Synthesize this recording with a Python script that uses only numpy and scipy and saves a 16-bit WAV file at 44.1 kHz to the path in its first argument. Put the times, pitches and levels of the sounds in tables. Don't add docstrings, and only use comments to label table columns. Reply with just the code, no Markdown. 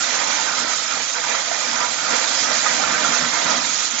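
import sys
import numpy as np
from scipy import signal
from scipy.fft import rfft, irfft
from scipy.io import wavfile

SR = 44100
rng = np.random.default_rng(int(sys.argv[2]) if len(sys.argv) > 2 else 0)


def file_out(sig):
    cols = np.atleast_2d(sig).T
    lim = np.clip(cols, -1, 1)
    pcm = np.round(lim * 32767).astype(np.int16)
    wavfile.write(sys.argv[1], SR, pcm)


N = 176400
TIME = np.arange(N) / SR
FREQS = np.maximum(np.arange(N // 2 + 1) * SR / N, 1)


def from_db(db):
    return 10 ** (np.asarray(db) / 20)


def rms_one(x):
    return x / np.sqrt(np.mean(x ** 2) + 1e-20)


def in_time(rows):
    return np.interp(TIME, *np.transpose(rows))


def at_hz(points):
    hz, value = np.transpose(points)
    return np.interp(np.log(FREQS), np.log(hz), value)


def colour(x, spectrum):
    return rms_one(irfft(rfft(x) * from_db(at_hz(spectrum)), N))


def drift(corner_hz):
    return rms_one(irfft(rfft(rng.standard_normal(N)) / (1 + (FREQS / corner_hz) ** 2), N))


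def impacts(per_s, spread_db=0):
    sizes = from_db(spread_db * np.minimum(rng.exponential(1, (2, N)), 2.5))
    signs = rng.choice([-1, 1], (2, N))
    return rms_one(sizes * signs * (rng.random((2, N)) < per_s / SR))


def resonate(force, modes, patchy_db=0):
    out = 0
    for k, (hz, width, db) in enumerate(modes):
        radius = np.exp(-np.pi * width / SR)
        wander_db = patchy_db * drift(5.9) if patchy_db else 0
        gain = (-1) ** k * from_db(db + wander_db) * (1 - radius ** 2) / 2
        feedback = [1, -2 * radius * np.cos(2 * np.pi * hz / SR), radius ** 2]
        out = out + signal.lfilter([1, 0, -1], feedback, gain * force)
    return rms_one(out)


def patter(per_s, spread_db, ring_s, patchy_db, edges_hz):
    t = np.arange(SR // 10) / SR
    out = 0
    for low, high in zip(edges_hz, edges_hz[1:]):
        ring = rng.standard_normal((2, len(t))) * from_db(-60 * t / ring_s)
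        phase = np.angle(rfft(ring, 2 * len(t)))
        ring = irfft(np.exp(1j * phase))[:, :len(t)]
        ring = signal.sosfilt(signal.butter(2, (low, high), "band", fs=SR, output="sos"), ring)
        ring = ring * np.sqrt(high - low) / ring.std(axis=1, keepdims=True)
        hits = impacts(per_s / len(edges_hz), spread_db) * from_db(patchy_db * drift(32))
        out = out + signal.oaconvolve(hits, ring, axes=1)[:, :N]
    return rms_one(out)


# time in seconds, relative level in dB.
TUMBLE_ENVELOPE = [(0.0, -24), (0.22, -19), (0.33, -20.5), (0.4, -21.5), (0.47, -23.5), (0.62, -23),
                   (0.7, -22), (0.78, -27.5), (0.9, -26), (0.96, -22.5), (1.12, -31), (1.17, -20),
                   (1.22, -25.5), (1.33, -19.5), (1.45, -25.5), (1.53, -21.5), (1.58, -25), (1.83, -20),
                   (1.92, -26), (2.07, -22.5), (2.15, -18), (2.29, -22), (2.43, -22.5), (2.52, -19.5),
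                   (2.61, -22.5), (2.67, -17.5), (2.78, -20.5), (2.94, -19), (3.0, -19), (3.06, -18.5),
                   (3.18, -20), (3.3, -23), (3.37, -17), (3.5, -18.5), (3.57, -20), (3.7, -27), (3.92, -28),
                   (4.0, -26.5)]
# frequency in Hz, relative level in dB.
COB_SPECTRUM = [(100, -31), (280, -15.5), (390, -19), (480, -2), (700, -3), (980, -3.5), (1100, -4.5),
                (1250, -5.5), (1550, -6), (1750, -4), (2350, -9.5), (2750, -12.5), (4500, -12.5),
                (7500, -30)]
# frequency in Hz, bandwidth in Hz, relative gain in dB.
HOUSING_RESONANCES = [(480, 74, -14), (551, 25, -6.5), (619.5, 11.6, -1.5), (681, 16, 1), (746, 81, -6),
                      (877, 27, 0), (967, 16, 2.5), (1770, 140, -8), (2000, 70, -2), (2132, 14, 0),
                      (2350, 87, -4.5)]


def cobs():
    hits_per_s, spread_db = 1500, 0.5
    effort = from_db(in_time(TUMBLE_ENVELOPE) + 0.72 * drift(21))
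    clatter = patter(hits_per_s, spread_db, ring_s=0.059, patchy_db=0.84,
                     edges_hz=np.geomspace(250, 7600, 17))
    ringing = resonate(impacts(hits_per_s, spread_db), HOUSING_RESONANCES, patchy_db=2)
    return effort * (from_db(-4.5) * colour(clatter, COB_SPECTRUM) + from_db(-6) * ringing)


# time in seconds, relative level in dB.
COVER_ENVELOPE = [(0.0, -29), (0.22, -28.5), (0.44, -27.5), (0.58, -27.5), (0.78, -30), (0.96, -30.5),
                  (1.12, -34), (1.16, -27.5), (1.21, -37), (1.25, -25.5), (1.29, -30.5), (1.34, -26),
                  (1.44, -33.5), (1.68, -29.5), (1.8, -24), (1.93, -35.5), (1.98, -27.5), (2.12, -26.5),
                  (2.38, -32.5), (2.5, -25.5), (2.62, -30), (2.78, -30), (2.95, -21), (3.0, -30.5),
                  (3.05, -20), (3.13, -24.5), (3.23, -25), (3.3, -31.5), (3.37, -25.5), (3.43, -30),
                  (3.49, -23.5), (3.57, -26.5), (3.64, -29), (3.71, -32), (4.0, -32.5)]
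# frequency in Hz, bandwidth in Hz, relative gain in dB.
COVER_RESONANCES = [(1236, 60, 0), (1303, 45, 0), (1392, 57, 0.5), (1470, 44, -3), (1527, 60, -2),
                    (1863, 100, -8.5), (2340, 98, -9)]


def cover(rotor_angle):
    force = impacts(per_s=600, spread_db=0.5) * (1 + 0.27 * np.cos(rotor_angle))
    return from_db(1.5 + in_time(COVER_ENVELOPE)) * resonate(force, COVER_RESONANCES, patchy_db=2)


def pings(per_s=450, t60_s=0.09):
    t = np.arange(SR // 8) / SR
    out = np.zeros((2, N + len(t)))
    decay = from_db(-60 * t / t60_s)
    for stream, when, pitch, size in rng.random((int(2 * per_s * N / SR), 4)):
        start, hz = int(when * N), 1200 + 6400 * pitch
        strength = from_db(-3.5 * np.log(size + 0.066))
        out[int(2 * stream), start:start + len(t)] += strength * decay * np.sin(2 * np.pi * hz * t)
    return rms_one(out[:, :N])


# time in seconds, relative level in dB.
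SPRAY_ENVELOPE = [(0.0, -18.5), (0.28, -19.5), (0.32, -18), (0.54, -22.5), (0.59, -17.5), (0.65, -21.5),
                  (0.7, -19.5), (1.13, -22), (1.32, -20.5), (1.48, -22), (1.71, -20), (1.75, -21.5),
                  (1.89, -21.5), (1.93, -21.5), (2.17, -18.5), (2.45, -17.5), (2.49, -21), (2.54, -17),
                  (3.0, -20.5), (3.05, -18.5), (3.21, -19), (3.25, -19.5), (3.48, -20.5), (3.52, -17),
                  (3.55, -19.5), (3.86, -19), (3.92, -22.5), (4.0, -19)]
# frequency in Hz, relative level in dB.
SPRAY_SPECTRUM = [(500, -15), (1400, -13), (2300, -5), (2900, -9), (3700, -4.5), (4600, -5), (5200, -3),
                  (5750, -3.5), (6330, -0.5), (6900, -1.5), (7500, -4.5)]
# frequency in Hz, bandwidth in Hz, relative gain in dB.
SPOT_RESONANCES = [(3238, 80, 2.5), (3740, 110, -5), (5230, 250, -5), (6290, 99, 1), (6900, 160, -1.5)]


def kernels():
    flow = from_db(0.09 + in_time(SPRAY_ENVELOPE) + 0.52 * drift(24))
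    rattle = patter(per_s=5000, spread_db=0, ring_s=0.051, patchy_db=1,
                    edges_hz=np.linspace(600, 7800, 19))
    spray = colour(rattle + from_db(-4) * pings(), SPRAY_SPECTRUM)
    hail = impacts(per_s=600)
    ringing = from_db(-11) * resonate(hail, SPOT_RESONANCES, patchy_db=1.5)
    return flow * (spray + ringing) + flurries(hail)


# time in seconds, relative level in dB.
LOAD_ENVELOPE = [(0.0, -40.5), (0.32, -36.5), (0.54, -40.5), (0.62, -31), (0.75, -45), (1.0, -38.5),
                 (1.12, -45.5), (1.33, -39.5), (1.45, -47), (1.65, -41.5), (1.71, -31.5), (1.84, -41),
                 (2.05, -40), (2.12, -28), (2.2, -40.5), (2.43, -38), (2.52, -33), (2.63, -37), (2.83, -25),
                 (2.97, -32.5), (3.1, -26), (3.16, -33.5), (3.23, -24), (3.42, -41), (3.46, -26.5),
                 (3.58, -29), (3.67, -35.5), (3.89, -46.5), (3.95, -38.5), (4.0, -46)]
# frequency in Hz, bandwidth in Hz, relative gain in dB.
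DRUM_RESONANCES = [(81, 18, -17), (162, 30, -8), (239, 20, 0.5), (300, 25, -3.5), (540, 105, -3),
                   (630, 52, -6)]
# frequency in Hz, relative level in dB.
THUD_SPECTRUM = [(25, -31), (60, -21.5), (125, -10), (170, -8), (290, 1.5), (390, -11), (700, -32)]


def drum(rotor_angle):
    load_db = in_time(LOAD_ENVELOPE)
    swing_db = load_db - load_db.mean()
    boom = from_db(load_db - 5) * resonate(impacts(per_s=500), DRUM_RESONANCES)
    thud_db = load_db.mean() - 10.5 + 0.33 * swing_db + 2.5 * drift(9)
    thuds = from_db(thud_db) * colour(impacts(per_s=240), THUD_SPECTRUM)
    return boom + thuds + rotor_hum(rotor_angle, swing_db)


# multiple of the turning rate, level at mean load in dB.
ROTOR_HARMONICS = [(2, -59.5), (3, -48)]


def rotor_hum(rotor_angle, swing_db):
    hum = sum(from_db(db + drift(5.4)) * np.sqrt(2) * np.sin(k * rotor_angle)
              for k, db in ROTOR_HARMONICS)
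    return hum * from_db(swing_db) * [[1], [0]]


# frequency in Hz, relative level in dB.
BACKGROUND_SPECTRUM = [(20, 6), (45, 7), (75, -3.5), (170, 12.5), (400, -12), (2000, -39)]


def background():
    return from_db(-63.5) * colour(rng.standard_normal((2, N)), BACKGROUND_SPECTRUM)


# start in seconds, level in dB,
# pitch of the panel in Hz, time to decay by 60 dB in seconds.
HARD_BLOWS = [(.21, -20, 937, 0.24), (.395, -20, 878, 0.2), (0.934, -17, 1230, 0.071),
              (1.238, -19, 1540, 0.093), (1.316, -15.5, 1750, .06), (1.343, -18, 1343, 0.09),
              (1.515, -16.5, 692, 0.082), (1.797, -18.5, 975, 0.22), (1.804, -18, 1213, 0.25),
              (1.842, -20.5, 970, 0.19), (2.059, -19.5, 1270, 0.1), (2.105, -21.5, 1400, .2),
              (2.135, -14.5, 527, 0.12), (2.515, -15, 615, 0.064), (2.656, -15, 965, .08),
              (2.661, -7, 1237, 0.077), (2.662, -12, 1956, .05), (2.838, -7.5, 1374, 0.043),
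              (2.944, -18, 1545, 0.2), (3.047, -10.5, 1370, 0.059), (3.235, -20, 1286, 0.094),
              (3.49, -20.5, 631, 0.3), (3.493, -20, 1400, 0.084)]


def knocks(rise_s=0.00043, crunch_fall_s=0.013):
    clanks, crunch_envelope = 0, 0
    for start, db, hz, t60 in HARD_BLOWS:
        age = np.clip(TIME - start, 0, 1)
        blow = from_db(db) * (1 - np.exp(-age / rise_s))
        clanks = clanks + blow * from_db(-60 * age / t60) * np.sin(2 * np.pi * hz * age)
        crunch_envelope = crunch_envelope + blow * np.exp(-age / crunch_fall_s)
    crunch = from_db(-18.5) * crunch_envelope * colour(rng.standard_normal((2, N)), COB_SPECTRUM)
    return clanks * [[1], [0]] + crunch


# time of the peak in seconds, level in dB, pitch in Hz.
KERNEL_FLURRIES = [(.32, -26.5, 6180), (1.71, -29.5, 4910), (2.39, -23, 5030), (2.45, -23, 5930),
                   (2.58, -25, 6490), (2.71, -29, 5720), (3.05, -29.5, 3470), (3.15, -23.5, 6180),
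                   (3.51, -26, 5100), (3.7, -24, 6500)]


def flurries(hail, swell_s=0.04, bandwidth_hz=150):
    out = 0
    for peak, db, hz in KERNEL_FLURRIES:
        swell = from_db(db) * np.exp(-((TIME - peak) / swell_s) ** 2)
        out = out + swell * resonate(hail, [(hz, bandwidth_hz, 0)])
    return out


# frequency in Hz, left relative to right in dB.
LEFT_GAIN = [(160, 0.5), (240, -3), (320, 3.5), (400, -15), (490, -5), (600, -16), (700, -9.5), (870, -14),
             (1000, -7), (1270, -8.5), (1500, -8), (2000, -11.5), (2400, -13.5), (2800, -9), (4200, -8),
             (5000, -9), (5700, -10), (6300, -22), (7000, -12.5), (7500, -22)]
# frequency in Hz, coherence from 0 to 1.
COHERENCE = [(50, 1), (200, 0.6), (600, 0.7), (1300, 0.46), (1900, 0.81), (2300, 0.16), (3300, .42),
             (4300, 0.091), (7000, .15)]
# frequency in Hz, phase of the left in radians (negative is a lag).
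LEFT_PHASE_SHIFT = [(60, 0), (250, -0.5), (450, -1.5), (650, -4.5), (900, -5), (1400, -6.5), (2050, -7.5),
                    (3200, -5.5)]


def place(pair):
    direct, scattered = rfft(pair)
    coherence = np.clip(at_hz(COHERENCE), 0, 1)
    delayed = direct * np.exp(1j * at_hz(LEFT_PHASE_SHIFT))
    left = coherence * delayed + np.sqrt(1 - coherence ** 2) * scattered
    return np.array([irfft(left * from_db(at_hz(LEFT_GAIN)), N), pair[0]])


def scene():
    rotor_hz = 80.26 * (1 + 0.0071 * drift(3.28))
    rotor_angle = 2 * np.pi * np.cumsum(rotor_hz) / SR
    return place(background() + cobs() + cover(rotor_angle) + knocks() + kernels() + drum(rotor_angle))


def record(dry):
    cutoff_hz, transition_hz = 7560, 80
    passband = np.clip((cutoff_hz - FREQS) / transition_hz + 0.5, 0, 1)
    return irfft(rfft(dry) * passband, N)


dry = scene()
out = record(dry)
file_out(out)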